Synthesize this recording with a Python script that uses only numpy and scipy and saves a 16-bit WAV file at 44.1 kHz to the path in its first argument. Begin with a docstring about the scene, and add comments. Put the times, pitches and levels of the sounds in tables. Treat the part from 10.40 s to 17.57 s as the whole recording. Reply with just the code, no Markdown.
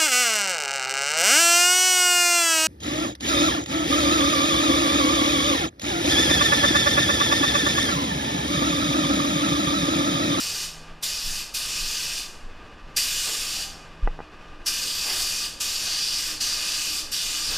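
"""In a spray booth, a compressed-air gun paints a plastic bumper at arm's length from a head-worn camera.
Behind it the extractor is steady noise with two narrow drones. Each of eight trigger pulls shapes noise into
a spurt that settles to a hiss, with a lower rush off the panel; fading noise tails are the booth's echoes.
Decaying sines make the paint cup's ring, low thumps (mostly gusts on the microphone) and the mount's ticks.
The camera's case colours everything through resonances and notches."""
import sys
import numpy as np
from scipy import signal
from scipy.fft import rfft, irfft
from scipy.io import wavfile

SR = 44100
rng = np.random.default_rng(int(sys.argv[2]) if len(sys.argv) > 2 else 0)


def store_pcm(level_fs):
    """Save levels as 16-bit WAV."""
    pcm = np.round(np.clip(level_fs, -1, 1) * 32767).astype(np.int16)
    wavfile.write(sys.argv[1], SR, np.atleast_2d(pcm).T)


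N = 316197
TOP_HZ = 15280  # upper limit of the sound
TIME = np.arange(N) / SR
FREQ = np.fft.rfftfreq(N, 1 / SR)


def undb(db):
    """Turn decibels into a gain."""
    return 10 ** (np.asarray(db) / 20)


def unit(x):
    """Scale to an average (rms) level of 1."""
    return x / np.sqrt(np.mean(x ** 2))


def on_log_axis(points, hz):
    """Read a value between (Hz, value) points, with pitch on a log scale as the ear hears it."""
    point_hz, value = np.transpose(points)
    return np.interp(np.log(np.maximum(hz, 1)), np.log(point_hz), value)


def shape(x, gain):
    """Filter a sound with one gain for each frequency."""
    return irfft(rfft(x) * gain, N)


def white_noise():
    """Plain noise, equally strong at all frequencies."""
    return rng.standard_normal(N)


def noise(points):
    """Noise whose strength at each frequency follows points in dB per Hz."""
    return shape(white_noise(), undb(on_log_axis(points, FREQ)) * np.sqrt(SR / 2))


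def walk(rate):
    """Smooth random drift of spread 1, up to about rate changes a second."""
    return unit(shape(white_noise(), np.exp(-(FREQ / rate) ** 2) * (FREQ > 0)))


def resonance(hz, width_hz):
    """Gain of a single peak, 1 at its middle and one half at the edges of its width."""
    return 1 / (1 + (2 * (FREQ - hz) / width_hz) ** 2)


def treble_above(hz):
    """Gain that lets through only the treble above hz."""
    return 1 - 1 / (1 + (FREQ / hz) ** 6)


def lift(x, band, db):
    """Raise or lower one band of x by a level that moves in time."""
    return x + (undb(db) - 1) * shape(x, band)


def fade(age_s, t60_s):
    """Decay that loses 60 dB in t60_s."""
    return np.exp(-np.log(1000) * age_s / t60_s)


# Extractor air, before its overall trim: pitch_hz [Hz], level_db [dB per Hz]
EXTRACTOR_AIR = [(20, -54.5), (35, -66), (60, -69), (120, -78), (250, -77.5), (500, -79.5), (1000, -81.5),
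                 (1600, -85.5), (2700, -93.5), (4000, -94.5), (6000, -100.4), (9000, -110.9),
                 (15000, -122.3)]
# Fan drone, sliding in level during the walk round the bumper:
# pitch_hz [Hz], width_hz [Hz], start_db [dB], end_db [dB]
FAN_DRONE = [(160.2, 3.8, -57, -62.5), (307.7, 18, -70.5, -57)]


def extractor(trim_db=-0.95, gust_db=1.0):
    """Rushing air wavers a little; the fan's drone stands in the room, so it changes from place to place."""
    sound = noise(EXTRACTOR_AIR) * undb(trim_db + gust_db * walk(16))
    for pitch_hz, width_hz, start_db, end_db in FAN_DRONE:
        drone = unit(shape(white_noise(), resonance(pitch_hz, width_hz)))
        sound = sound + drone * undb(np.linspace(start_db, end_db, N))
    return sound


# Low thumps, mostly gusts of air buffeting the microphone; levels are before the rise and decay:
# start_s [s], thump_db [dB], thump_hz at first [Hz], rise_s [s], decay_s [s], scuff_db [dB]
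LOW_THUMPS = [(0.839, -15.5, 25.6, 0.032, 0.07, -36.5), (1.405, -21.5, 24.2, 0.016, 0.088, -49),
              (2.03, -20.5, 24.8, 0.014, 0.059, -46), (2.42, -23, 28, 0.015, 0.03, -52),
              (2.715, -23, 25.4, 0.02, 0.042, -54), (3.627, -7.5, 37.4, 0.0081, 0.045, -41),
              (7.06, -29, 35.8, 0.035, 0.097, -39)]


def low_thumps(slowing=0.403, slowing_s=0.019, scuff_hz=190):
    """Mostly gusts buffeting the microphone: a few deep cycles that slow as they die, with a dull scuff."""
    out = np.zeros(N)
    scuff = unit(shape(white_noise(), 1 / (1 + (FREQ / scuff_hz) ** 3)))
    for start_s, thump_db, thump_hz, rise_s, decay_s, scuff_db in LOW_THUMPS:
        age = np.maximum(TIME - start_s, 0)
        # the pitch falls from thump_hz by the fraction slowing
        slowed_time = (1 - slowing) * age + slowing * slowing_s * (1 - np.exp(-age / slowing_s))
        thump = undb(thump_db) * np.sin(2 * np.pi * thump_hz * slowed_time)
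        swell = (1 - np.exp(-age / rise_s)) * np.exp(-age / decay_s)
        out += swell * (thump + undb(scuff_db) * scuff)
    return out


# Ticks of the mount, before the pad dulls them: middle_s [s], push_db [dB], contact_s [s]
MOUNT_TICKS = [(3.6751, -14, 0.000058), (3.7911, -27.5, 0.0001), (3.804, -27, 0.00011)]
# Ringing tones of the mount, relative to each other: pitch_hz [Hz], level_db [dB], t60_s [s]
MOUNT_TONES = [(490, -17, 0.07), (616, -29, 0.023), (830, -10, 0.047), (960, -2.5, 0.0086),
               (1270, -28, 0.021), (1470, -5, 0.0072), (1970, -13.5, 0.029)]


def ticks(ring_db=-18, damped_hz=2550):
    """Short plastic contacts make the mount ring briefly; its rubber pad takes off the treble."""
    push = np.zeros(N)
    for middle_s, push_db, contact_s in MOUNT_TICKS:
        push += undb(push_db) * np.exp(-((TIME - middle_s) / contact_s) ** 2 / 2)
    t = TIME[:SR // 10]
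    ring = np.zeros(len(t))
    for pitch_hz, level_db, t60_s in MOUNT_TONES:
        ring += undb(level_db) * np.sin(2 * np.pi * pitch_hz * t) * fade(t, t60_s)
    knock = push + undb(ring_db) * signal.fftconvolve(push, ring)[:N]
    return shape(knock, 1 / (1 + (FREQ / damped_hz) ** 8))


def cup_ring(start_s=3.25, pitch_hz=785, level_db=-48.5, t60_s=0.86):
    """One trigger release sets the aluminium paint cup ringing faintly, as a dying sine."""
    age = np.maximum(TIME - start_s, 0)
    return undb(level_db) * np.sin(2 * np.pi * pitch_hz * age) * fade(age, t60_s)


# How long the booth rings: pitch_hz [Hz], t60_s for a 60 dB fall [s]
BOOTH_DECAY = [(500, 0.71), (2000, 0.72), (4500, 0.56), (8000, 0.56), (14000, 0.34)]


def booth_tail(first_s=0.009):
    """Diffuse reflections from the hard booth walls, the treble dying first."""
    t = TIME[:SR]
    centres_hz = np.geomspace(250, 16000, 7)
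    white = rfft(rng.standard_normal(SR))
    log_hz = np.log(np.maximum(np.arange(len(white)), 1))
    tail = np.zeros(SR)
    # each row of np.eye picks one band, blending into its neighbours
    for hz, share in zip(centres_hz, np.eye(len(centres_hz))):
        band = irfft(white * np.interp(log_hz, np.log(centres_hz), share), SR)
        tail = tail + band * fade(t, on_log_axis(BOOTH_DECAY, hz))
    tail = tail * (t > first_s)  # silent until the first reflection
    return tail / np.sqrt(np.sum(tail ** 2))


def booth_ring(x, wet_db=-6.0, count=10):
    """The gun keeps moving, so its sound fades from one pattern of reflections into the next."""
    shares = np.array([walk(8.5) for _ in range(count)])
    shares = shares / np.linalg.norm(shares, axis=0)
    echoes = np.zeros(N)
    for share in shares:
        echoes += signal.fftconvolve(x * share, booth_tail())[:N]
    return undb(wet_db) * echoes


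def swish(x, depth_db, rate, count=26):
    """Narrow bands swell and fade on their own as the paths off the curved panel change."""
    edges_hz = np.linspace(0, 1, count) ** 2 * TOP_HZ
    spectrum = rfft(x)
    knots_s = np.arange(0, TIME[-1] + 1, 1 / rate)
    drift_db = depth_db * rng.standard_normal((count, len(knots_s)))
    out = np.zeros(N)
    for share, band_db in zip(np.eye(count), drift_db):
        band = irfft(spectrum * np.interp(FREQ, edges_hz, share), N)
        out += band * undb(np.interp(TIME, knots_s, band_db))
    return out


# Colour of the rush, relative levels: pitch_hz [Hz], level_db [dB per Hz]
RUSH_COLOUR = [(80, -18), (200, -4), (310, 0), (450, 0), (650, 0.5), (1100, -1.5), (1500, -4.5),
               (2300, -4.5), (4000, -10)]
# The air fan crosses an edge of the bumper: peak_s [s], flare_db added to the flat-panel rush [dB]
BUMPER_EDGES = [(2.88, -41.5), (3.19, -47), (4.68, -33.5), (5.48, -47), (5.86, -50), (6.23, -47),
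                (7.12, -38.5)]


def panel_rush(flat_db=-57, rise_s=0.023, fall_s=0.065, buffet_db=2.0):
    """The air fan breaks on the panel with a low, unsteady rush that flares at each edge."""
    level = np.full(N, undb(flat_db))  # the smooth face of the bumper
    for peak_s, flare_db in BUMPER_EDGES:
        # the rush catches quickly and trails off
        distance = np.maximum((peak_s - TIME) / rise_s, (TIME - peak_s) / fall_s)
        level += undb(flare_db) * np.exp(-distance)
    return unit(noise(RUSH_COLOUR)) * level * undb(buffet_db * walk(25))


def pull(open_at_s, shut_at_s, open_s=0.0062, shut_s=0.036, settle_s=0.046, leak_s=0.011, leak_db=-21):
    """Valve opening in one pull, and the hose's surplus pressure, which bleeds off once it is open."""
    age = np.maximum(TIME - open_at_s, 0)
    opening = 1 - np.exp(-(age / open_s) ** 2)
    closing = np.exp(-np.maximum(TIME - shut_at_s, 0) / shut_s)
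    # a little air slips past as the valve leaves its seat
    leak = undb(leak_db) * np.exp(-((TIME - open_at_s) / leak_s) ** 2)
    surplus = np.exp(-age / settle_s) * (age > 0)
    return opening * closing + leak, surplus


# Trigger pulls, one for each pass: open_at_s [s], shut_at_s [s], spurt_db of stored hose pressure [dB],
# spurt_treble_db [dB], hiss_db once settled, before the lifts [dB], treble_db lift [dB], air_cap_ring_db lift [dB]
TRIGGER_PULLS = [(-0.05, 0.244, 13, 3, -34, 2, 1.5), (0.623, 1.007, 7, 5.5, -34.5, 1.7, 4),
                 (1.138, 1.801, 4.5, 9.5, -35.5, 4, 2.5), (2.562, 3.223, 12, 8, -33.6, 1.5, 5),
                 (4.258, 5.055, 7.5, 5.5, -32.5, 2, 4.5), (5.199, 5.919, 5, 4, -33, 2.1, 4),
                 (6.001, 6.595, 5, 2, -33, 2.4, 5), (6.713, 7.4, 0.5, 10, -31.5, 0, 3)]


def trigger():
    """Air flow through the valve and its extra brightness: every pull starts with a spurt."""
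    flow, bright_db = np.zeros(N), np.zeros(N)
    for open_at_s, shut_at_s, spurt_db, spurt_treble_db, *_ in TRIGGER_PULLS:
        valve, surplus = pull(open_at_s, shut_at_s)
        flow += valve * undb(spurt_db * surplus)
        bright_db += spurt_treble_db * surplus
    return flow, bright_db


# The gun turns in the hand and the hiss swells and changes colour; each change is added to the held value:
# middle_s [s], half_length_s [s], level_db [dB], treble_db [dB], air_cap_ring_db [dB]
WRIST_TURNS = [(1.502, 0.32, 3.5, -4, -1.5), (2.81, 0.18, 3.5, 0, -8), (4.81, 0.09, 2, 2.5, 1.2),
               (5.644, 0.23, 2, -3, 2), (6.257, 0.19, 2, -3.8, -0.5), (7.13, 0.11, -0.3, -2.5, 1)]


def aim():
    """Level, treble and cap ring in dB: held through each pass, apart from smooth turns of the wrist."""
    times = [s for open_at_s, shut_at_s, *_ in TRIGGER_PULLS for s in (open_at_s, shut_at_s)]
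    columns = np.transpose(TRIGGER_PULLS)[-3:]  # hiss, treble and cap ring
    aim_db = np.array([np.interp(TIME, times, np.repeat(column, 2)) for column in columns])
    for middle_s, half_s, *change_db in WRIST_TURNS:
        turn = np.exp(-((TIME - middle_s) / half_s) ** 2)
        aim_db += np.outer(change_db, turn)
    return aim_db


# Colour of the nozzle hiss, relative levels: pitch_hz [Hz], level_db [dB per Hz]
NOZZLE_HISS = [(150, -17), (400, -26), (900, -19.5), (1500, -13), (2200, -11.5), (2700, -9.5), (4000, -1.5),
               (5000, -0.7), (6300, -1), (8500, -7), (12000, -13), (14000, -14.5), (15300, -21.5)]


def spray_gun(beam_hz=7800, spurt_hz=9500, cap_hz=4740, cap_width_hz=520, flutter_db=0.67):
    """A turbulent jet rings the air cap, beams its treble ahead and rushes lower where it meets the panel."""
    hiss_db, beam_db, cap_db = aim()
    flow, bright_db = trigger()
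    jet = unit(noise(NOZZLE_HISS))
    jet = lift(jet, resonance(cap_hz, cap_width_hz), cap_db)
    jet = lift(jet, treble_above(beam_hz), beam_db)
    # the first air leaves faster, so it sounds sharper
    jet = lift(jet, treble_above(spurt_hz), bright_db)
    # paint tears off the nozzle unevenly, so the hiss flutters a little
    hiss = jet * undb(hiss_db + flutter_db * walk(59))
    return flow * (hiss + panel_rush())


def scene():
    """Booth, thumps, ticks, cup and gun add up, alike in both channels."""
    gun = spray_gun()
    background = extractor() + low_thumps() + ticks() + cup_ring()
    mono = background + booth_ring(gun) + swish(gun, depth_db=2.06, rate=14)
    return np.array([mono, mono])


# Resonances (plus) and notches (minus) of the camera case: pitch_hz [Hz], width_hz [Hz], change_db [dB]
CAMERA_CASE = [(1200, 105, 10), (1340, 274, -3.5), (1602, 370, 6), (2287, 40, -16.5), (2517, 390, 11),
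               (2918, 192, 8), (3345, 120, 3.5), (3610, 75, -1.5), (3583, 88, 6.5), (3980, 92, -3),
               (4730, 540, 3.5), (5520, 174, 4), (6760, 250, -2.5), (7230, 330, 3.5), (9180, 900, 2.5),
               (10250, 390, -6), (10550, 740, 3)]


def record(dry, low_hz=17):
    """The camera's case rings and notches the sound; the deepest rumble and the top are filtered off."""
    for pitch_hz, width_hz, change_db in CAMERA_CASE:
        sharpness = pitch_hz / width_hz * undb(change_db / 2)
        b, a = signal.iirpeak(pitch_hz, sharpness, fs=SR)
        dry = dry + (undb(change_db) - 1) * signal.lfilter(b, a, dry)
    dry = signal.sosfilt(signal.butter(1, low_hz, "highpass", fs=SR, output="sos"), dry)
    return signal.sosfilt(signal.ellip(10, .2, 80, TOP_HZ, fs=SR, output="sos"), dry)


dry = scene()
out = record(dry)
store_pcm(out)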